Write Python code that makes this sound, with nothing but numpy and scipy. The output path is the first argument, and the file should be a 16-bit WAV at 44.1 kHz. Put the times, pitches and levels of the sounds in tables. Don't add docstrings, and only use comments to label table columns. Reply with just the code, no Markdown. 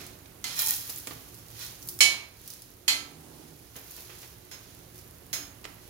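import sys
import numpy as np
from scipy import signal
from scipy.fft import rfft, irfft, next_fast_len
from scipy.io import wavfile
from scipy.ndimage import uniform_filter1d, map_coordinates

SR = 44100
rng = np.random.default_rng(int(sys.argv[2]) if len(sys.argv) > 2 else 0)


def int16_out(signal):
    q = np.round(np.clip(np.atleast_2d(signal).T, -1, 1) * 32767)
    wavfile.write(sys.argv[1], SR, q.astype(np.int16))


N = 259749
TIME, BINS = np.arange(N) / SR, np.fft.rfftfreq(N, 1 / SR)


def gain_of(db):
    return 10 ** (np.asarray(db) / 20)


def evened(x):
    return x / np.sqrt(np.mean(x ** 2) + 1e-20)


def noise(size):
    return rng.standard_normal((2, size))


def read(points, hz):
    f, value = np.transpose(points)
    return np.interp(np.log(hz + 1), np.log(f + 1), value)


def add(mix, s, sound):
    part = mix[:, max(round(s * SR), 0):][:, :sound.shape[1]]
    part += sound[:, :part.shape[1]]


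# (frequency [Hz], left-right correlation [-1 to 1])
PORT_LIKENESS = [(100, 0.89), (250, 1), (600, 0.3), (1500, 0.19), (4000, 0.11), (12000, 0.061)]


def coloured(x, spectrum, tilt_db=0):
    size = next_fast_len(x.shape[1])
    hz = np.fft.rfftfreq(size, 1 / SR)
    a, b = rfft(x, size)
    same = np.clip(read(PORT_LIKENESS, hz), -1, 1)
    pair = np.array([same * b + np.sqrt(1 - same ** 2) * a, b])
    colour = gain_of(read(spectrum, hz) + tilt_db * np.log2(hz + 1))
    return evened(irfft(pair * colour, size)[:, :x.shape[1]])


def waver(width_hz, size):
    z = rng.standard_normal((size, 2)) @ [1, 1j]
    z = np.fft.ifft(np.fft.fft(z) / (1 + (2 * np.fft.fftfreq(size, 1 / SR) / width_hz) ** 2))
    return z / np.sqrt(np.mean(abs(z) ** 2))


def held_age(t, chatter):
    return np.hypot(t, chatter) - chatter


# (frequency [Hz], time to fall 60 dB [s])
CLANG_T60 = [(200, 0.71), (1000, 0.76), (3000, 0.47), (7000, 0.4), (15000, 0.39)]


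def dying(x, chatter=0):
    hz, t, z = signal.stft(x, SR, nperseg=256)
    fall_db = -60 * held_age(t, chatter) / read(CLANG_T60, hz)[:, None]
    return signal.istft(z * gain_of(fall_db), SR, nperseg=256)[1][:, :x.shape[1]]


def kitchen(x, wet_db):
    tail = dying(noise(SR // 2))
    tail[:, :SR // 400] = 0
    tail /= np.linalg.norm(tail[0])
    return x + gain_of(wet_db) * signal.oaconvolve(x, tail, axes=1)[:, :N]


# (time [s], level [dB], part of the blade that lands, chatter before the ring falls [s],
# first crack against clang [dB], ring gain [dB])
KNOCKS = [(0.441, -33.5, "edge", .002, 7.5, -4), (2.0059, -18, "corner", 0.038, 1, -2),
          (2.8797, -18.5, "edge", 0.0011, 4, 1.5), (4.5124, -43, "flat", 0.008, -14, 2.5),
          (5.3297, -28, "flat", 0.0033, 2.5, 0)]
PARTS = ["corner", "edge", "flat"]
# (frequency [Hz], time to fall 60 dB [s], level on corner [dB], on edge [dB], flat [dB])
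BLADE = [(1190, .46, -19, -26, -40), (1320, .5, -27, -16, -36), (1610, .45, -23, -18, -28),
         (1770, .35, -13, -21, -23), (2058, .31, -15, -3, -16), (2250, .4, 4, -13, -19),
         (2485, .4, -17, -14, -22), (2602, .31, -9, -13, -28), (2997, .3, -2, -9, -24),
         (3150, .42, -10, -12, -24), (3218, .28, -4, -7, -16), (3480, .39, -16.5, -15, -22),
         (3915, .3, -15, -15, -18), (4106, .38, -2, -11, -17), (4291, .32, -6, -1, -20),
         (4490, .3, -11, -8, -23), (4570, .3, -12, -12, -25), (4769, .41, -14, -15, -27),
         (5263, .35, -5, -13, -5.5), (5440, .3, -14, -13, -9), (5632, .29, -5, -21, -26),
         (6040, .35, -16, -17, -20), (6534, .35, -14, -20, -8), (6584, .48, -15, -15, -15),
         (6709, .23, -3, -16, -9), (7358, .2, -24, -6, -22), (7730, .18, -11, -26, -30),
         (7930, .24, -12, -14, -22), (8125, .26, -11, -14, -14), (9560, .27, -18, -24, -25),
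         (10115, .29, -12.5, -34, -23), (10450, .28, -21, -34, -22), (12000, .16, -19, -16, -12),
         (12600, .16, -19, -22, -15)]
# (frequency [Hz], density on corner [dB per Hz], on edge [dB per Hz], flat [dB per Hz])
CLANG = [(60, -29, -20, -7), (300, -14.5, -11, 0), (920, -9, -4.5, -4.5), (1490, -11, -5.5, 1),
         (2340, 0, 1, 1.5), (4500, 0.5, 5.5, 3), (5770, -2.5, 1.5, 0), (6490, -0.5, 6.5, 13),
         (8500, -9, -4.5, -10), (10600, -11, -4, 1), (12500, -11.5, -4.5, 0), (16500, -15, -12.5, 2.5)]
CRACK_TILT_DB = .5


def struck_blade(t, age, k, fuzz=0.52, fuzz_hz=35, port_spread=1.68):
    ring = np.zeros((2, len(t)))
    port_phase = port_spread * (-1) ** np.arange(len(BLADE))
    for (hz, t60, *mode_db), phase in zip(BLADE, port_phase):
        tone = np.exp(2j * np.pi * (hz * t + rng.random())) * gain_of(mode_db[k] - 60 * age / t60)
        blur = fuzz * waver(fuzz_hz, len(t))
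        ring += np.sqrt(2) * np.real([tone * (np.exp(1j * phase) + blur[::-1]), tone * (1 + blur)])
    return ring


def knocks(crack_s=0.01, rise_s=0.000217):
    out, t = np.zeros((2, N)), np.arange(SR * 4 // 5) / SR
    for s, db, part, chatter, crack_db, ring_db in KNOCKS:
        k = PARTS.index(part)
        spectrum = [(row[0], row[1:][k]) for row in CLANG]
        clang = dying(coloured(noise(len(t)), spectrum), chatter)
        crack = coloured(noise(len(t)), spectrum, CRACK_TILT_DB) * np.exp(-t / crack_s)
        ring = struck_blade(t, held_age(t, chatter), k)
        blow = clang + gain_of(crack_db) * crack + gain_of(ring_db) * ring
        add(out, s, gain_of(db) * blow * (1 - np.exp(-t / rise_s)))
    return out


# (time [s], level [dB])
BOOMS = [(0.0, -50), (2.8797, -41.5), (5.3294, -47)]
# (frequency [Hz], time to fall 60 dB [s], level against the blow [dB])
GRIDDLE = [(289, 1, -1), (365, 0.83, -6), (686, 0.42, -2.5)]


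def griddle(rise_s=0.045):
    out, t = np.zeros((2, N)), np.arange(SR) / SR
    for s, db in BOOMS:
        hum = np.zeros(len(t))
        for hz, t60, mode_db in GRIDDLE:
            fall = gain_of(db + mode_db - 60 * t / t60)
            hum += fall * np.sin(2 * np.pi * (hz * t + rng.random()))
        add(out, s, np.tile(np.sqrt(2) * hum * (1 - np.exp(-t / rise_s)), (2, 1)))
    return out


# (time of full pressure [s], rise [s], fall [s],
# rubbing level [dB], sizzle level [dB])
STROKES = [(.02, 0.29, .22, -44.5, -58), (.47, 0.032, 1, -37, -64), (0.599, 0.053, 0.28, -32, -26),
           (.70, 0.084, 0.17, -36, -26.5), (.9, 0.1, 0.3, -49, -37), (1.079, .03, 1, -79, -48.5),
           (1.624, 0.14, 0.25, -38.5, -42), (1.89, 0.13, 0.23, -56, -42.5), (2.5, 0.31, 0.43, -46, -47.5),
           (3.42, 0.89, 0.95, -53, -68), (3.766, 0.02, 0.063, -44, -39.5), (3.97, 0.43, 0.35, -46, -44),
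           (4.23, 0.56, 0.23, -48, -49), (4.7, 1, 0.55, -53, -62), (4.968, .06, 0.18, -54, -51.5),
           (5.86, 0.26, .3, -55.5, -75)]
STROKE_DEPTH_DB = 20
REST_RUB_DB, REST_SIZZLE_DB = -65, -57


def effort():
    power = gain_of([[REST_RUB_DB], [REST_SIZZLE_DB]]) ** 2 * np.ones(N)
    for s, rise, fall, rub_db, sizzle_db in STROKES:
        away = np.minimum(np.maximum((s - TIME) / rise, (TIME - s) / fall), 10)
        power += (gain_of([[rub_db], [sizzle_db]]) * gain_of(-STROKE_DEPTH_DB * away)) ** 2
    return np.sqrt(power)


# (frequency [Hz], width [Hz], level [dB])
PRESSED = [(1442, 70, -2), (1886, 140, 0), (2463, 190, -1), (3250, 110, 5), (3600, 210, -0.5),
           (4090, 230, 4), (5380, 154, 4.5)]
FLEX_SHARE, FLEX_HZ = .025, 9


def blade_ring(x):
    response = sum(gain_of(db) / (1 + (2 * (BINS - hz) / width) ** 2) ** 2 for hz, width, db in PRESSED)
    bend = FLEX_SHARE * waver(FLEX_HZ, next_fast_len(N))[:N].real
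    place = np.cumsum(1 + bend - bend.mean())
    ports = irfft(rfft(x) * response, N)
    return evened(np.array([map_coordinates(port, [place], order=3, mode="nearest") for port in ports]))


def grains(per_s, spread_db, grain_s, wash):
    size = gain_of(spread_db * np.minimum(rng.exponential(1, N), 4)) * (rng.random(N) < per_s / SR)
    power = signal.lfilter([1], [1, -np.exp(-1 / (grain_s * SR))], size ** 2)
    return np.sqrt(power / power.mean() + wash ** 2) * noise(N)


# (frequency [Hz], density [dB per Hz])
RUB = [(200, -22), (600, -10), (1200, -5), (2200, -3.5), (4000, -0.5), (6300, 1.5), (8500, -9), (12000, -7),
       (16000, -13)]
# (frequency [Hz], density [dB per Hz])
SIZZLE = [(1000, -31), (4000, -15.5), (7000, -2), (8500, -14.5), (10000, -3), (13000, 1), (15500, 0.5),
          (16500, -20.5)]
SCRAPE_RING_DB, RING_GROWTH, FIRM_RUB_DB = -3, .7, -36


def frying(rubbing, sizzling):
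    rub = coloured(grains(per_s=580, spread_db=6.0, grain_s=0.0011, wash=3.3), RUB)
    sizzle = coloured(grains(per_s=260, spread_db=5.5, grain_s=.0003, wash=1.4), SIZZLE)
    firmness = (rubbing / gain_of(FIRM_RUB_DB)) ** RING_GROWTH
    ring = gain_of(SCRAPE_RING_DB) * blade_ring(noise(N)) * firmness
    return (rub + ring) * rubbing + sizzle * sizzling


# (time [s], slip rate [Hz], level [dB])
JUDDER = [(0.55, 980, -69), (0.6, 942, -63), (.645, 927, -51), (.68, 867, -42.5), (.715, 825, -52),
          (.75, 832, -51), (0.798, 786, -63)]


def judder(width_hz=70, rolloff_db=-6):
    s, hz, db = np.transpose(JUDDER)
    t = np.arange(round(s[0] * SR), round(s[-1] * SR)) / SR
    turns = np.cumsum(np.interp(t, s, hz)) / SR
    squeak = np.zeros(len(t))
    for k in range(1, 5):
        partial = waver(width_hz, len(t)) * np.exp(2j * np.pi * k * turns)
        squeak += gain_of(rolloff_db * k) * partial.real
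    out = np.zeros((2, N))
    add(out, s[0], np.tile(evened(squeak) * gain_of(np.interp(t, s, db)), (2, 1)))
    return out


# (time [s], level [dB], decay time [s], brightness [dB per octave])
FLOPS = [(.002, -44.5, 0.065, 1), (0.257, -42.5, 0.0056, 5.5), (0.89, -46.5, 0.056, 1),
         (1.071, -28, 0.0062, 3), (1.072, -43.5, 0.055, -3), (1.108, -33.5, 0.013, 1),
         (3.756, -41, 0.041, 0.5), (3.975, -44, 0.036, 0.5), (4.094, -42.5, 0.044, 2),
         (4.229, -41.5, 0.017, 2.5), (4.513, -43.5, 0.056, 2.5), (5.642, -35.5, 0.01, 4.5),
         (5.6517, -26, 0.003, 2)]
# (frequency [Hz], density [dB per Hz])
FLOP = [(50, -30), (150, 7.5), (450, 8.5), (900, 2), (2100, 3), (4000, -3.5), (7000, -12), (16000, -41)]


def flops(rise_s=0.00067):
    out, t = np.zeros((2, N)), np.arange(SR // 3) / SR
    for s, db, length, bright_db in FLOPS:
        slap = coloured(noise(len(t)), FLOP, bright_db)
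        add(out, s, gain_of(db) * slap * np.exp(-t / length) * (1 - np.exp(-t / rise_s)))
    return kitchen(out, wet_db=-4.5)


# (time [s], level [dB])
SPITS = [(0.066, -29), (0.5915, -9), (.663, -10.5), (0.6848, -11), (0.8995, -24), (1.072, -17.5),
         (1.3445, -29.5), (1.827, -27), (1.8879, -15.5), (1.990, -20), (2.4604, -31), (2.4772, -20.5),
         (2.5032, -20.5), (2.5366, -23.5), (2.621, -26)]
# (frequency [Hz], density [dB per Hz])
SPIT = [(500, -47), (2500, -31.5), (5000, 0.5), (8000, -5), (12000, -5), (16000, 0)]
SPITS_PER_S, SPIT_OVER_SIZZLE_DB, SPIT_SCATTER_DB = 16, 14, 3
RANDOM_SPIT_MAX_DB = -19


def spits(sizzling, burst_s=0.00038, echo_s=0.0033, echo_db=-13):
    out, t = np.zeros((2, N)), np.arange(SR // 40) / SR
    splash = gain_of(echo_db) * np.exp(-abs(t - echo_s) / 0.0054)
    shape = np.exp(-t / burst_s) + splash
    at = np.flatnonzero(rng.random(N) < SPITS_PER_S / SR)
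    scatter_db = SPIT_SCATTER_DB * rng.uniform(-1, 1, len(at))
    random_db = 20 * np.log10(sizzling[at]) + SPIT_OVER_SIZZLE_DB + scatter_db
    random_db = np.minimum(random_db, RANDOM_SPIT_MAX_DB)
    for s, db in list(SPITS) + list(zip(TIME[at], random_db)):
        add(out, s, gain_of(db) * shape * coloured(noise(len(t)), SPIT))
    return kitchen(out, wet_db=-3.5)


def shaded(x, left):
    return np.array([irfft(rfft(x[0]) * gain_of(read(left, BINS)), N), x[1]])


# (frequency [Hz], density [dB per Hz])
STOVE = [(20, -22), (35, -5.5), (55, -2.5), (80, 1.5), (115, -5), (200, -7), (350, -4), (550, -10),
         (1000, -15.5), (2500, -18.5), (8000, -26)]
STOVE_DB = -50
# (frequency [Hz], width [Hz], level [dB])
DRONES = [(56.3, 12, -68), (114.5, 16, -56.5), (164, 6.6, -63.5), (293, 10, -67.5), (359.6, 8, -63.5)]
# (frequency [Hz], density [dB per Hz])
SWELL = [(100, -43), (152, 8), (185, -21), (225, -3.5), (340, -0.5), (500, -11), (850, -11.5),
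         (1500, -24.5)]
SWELL_S, SWELL_LENGTH_S, SWELL_DB = 3.306, 1, -44
# (frequency [Hz], left port level [dB])
STOVE_LEFT = [(180, 0), (380, -6), (700, -8), (1300, -3.5), (2400, -12), (8000, -0.5)]


def stove():
    low = np.zeros(N)
    for hz, width, db in DRONES:
        drone = waver(width, next_fast_len(N))[:N] * np.exp(2j * np.pi * hz * TIME)
        low += gain_of(db) * evened(drone.real)
    arch = np.cos(np.pi * np.clip((TIME - SWELL_S) / SWELL_LENGTH_S, -.5, .5)) ** 2
    swell = gain_of(SWELL_DB) * arch * coloured(noise(N), SWELL)
    burner = gain_of(STOVE_DB) * coloured(noise(N), STOVE)
    return shaded(low + swell + burner, STOVE_LEFT)


def scene():
    rubbing, sizzling = effort()
    blade = knocks() + griddle() + frying(rubbing, sizzling) + judder()
    return blade + flops() + spits(sizzling) + stove()


DUCK_ABOVE_DB, DUCK_SHARE, DUCK_ATTACK_S, RECOVER_DB_PER_S = -27, 0.32, 0.17, 1.86


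def gain_control(x):
    power = abs(uniform_filter1d((x ** 2).mean(0), size=SR // 100))
    level_db = 10 * np.log10(power + 1e-12)
    wanted_db = DUCK_SHARE * np.maximum(level_db - DUCK_ABOVE_DB, 0)
    creep = RECOVER_DB_PER_S * TIME
    held_db = np.maximum.accumulate(wanted_db + creep) - creep
    keep = np.exp(-1 / (DUCK_ATTACK_S * SR))
    return x * gain_of(-signal.lfilter([1 - keep], [1, -keep], held_db))


# (frequency [Hz], left port level [dB])
LEFT = [(60, -4), (200, -5), (380, -8), (700, -4), (1300, -7.5), (2250, -7), (3200, -9), (4200, -4.5),
        (5600, -9.5), (7100, -8), (8200, -9), (9300, 3.5), (13000, -2.5), (16000, -6)]
EDGE_HZ = 16000


def record(dry):
    low_pass = signal.firwin(255, EDGE_HZ, window=("kaiser", 8), fs=SR)
    clipped = np.clip(gain_control(shaded(dry, LEFT)), -1, 1)
    return signal.oaconvolve(clipped, low_pass[None], "same", axes=1)


dry = scene()
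out = record(dry)
int16_out(out)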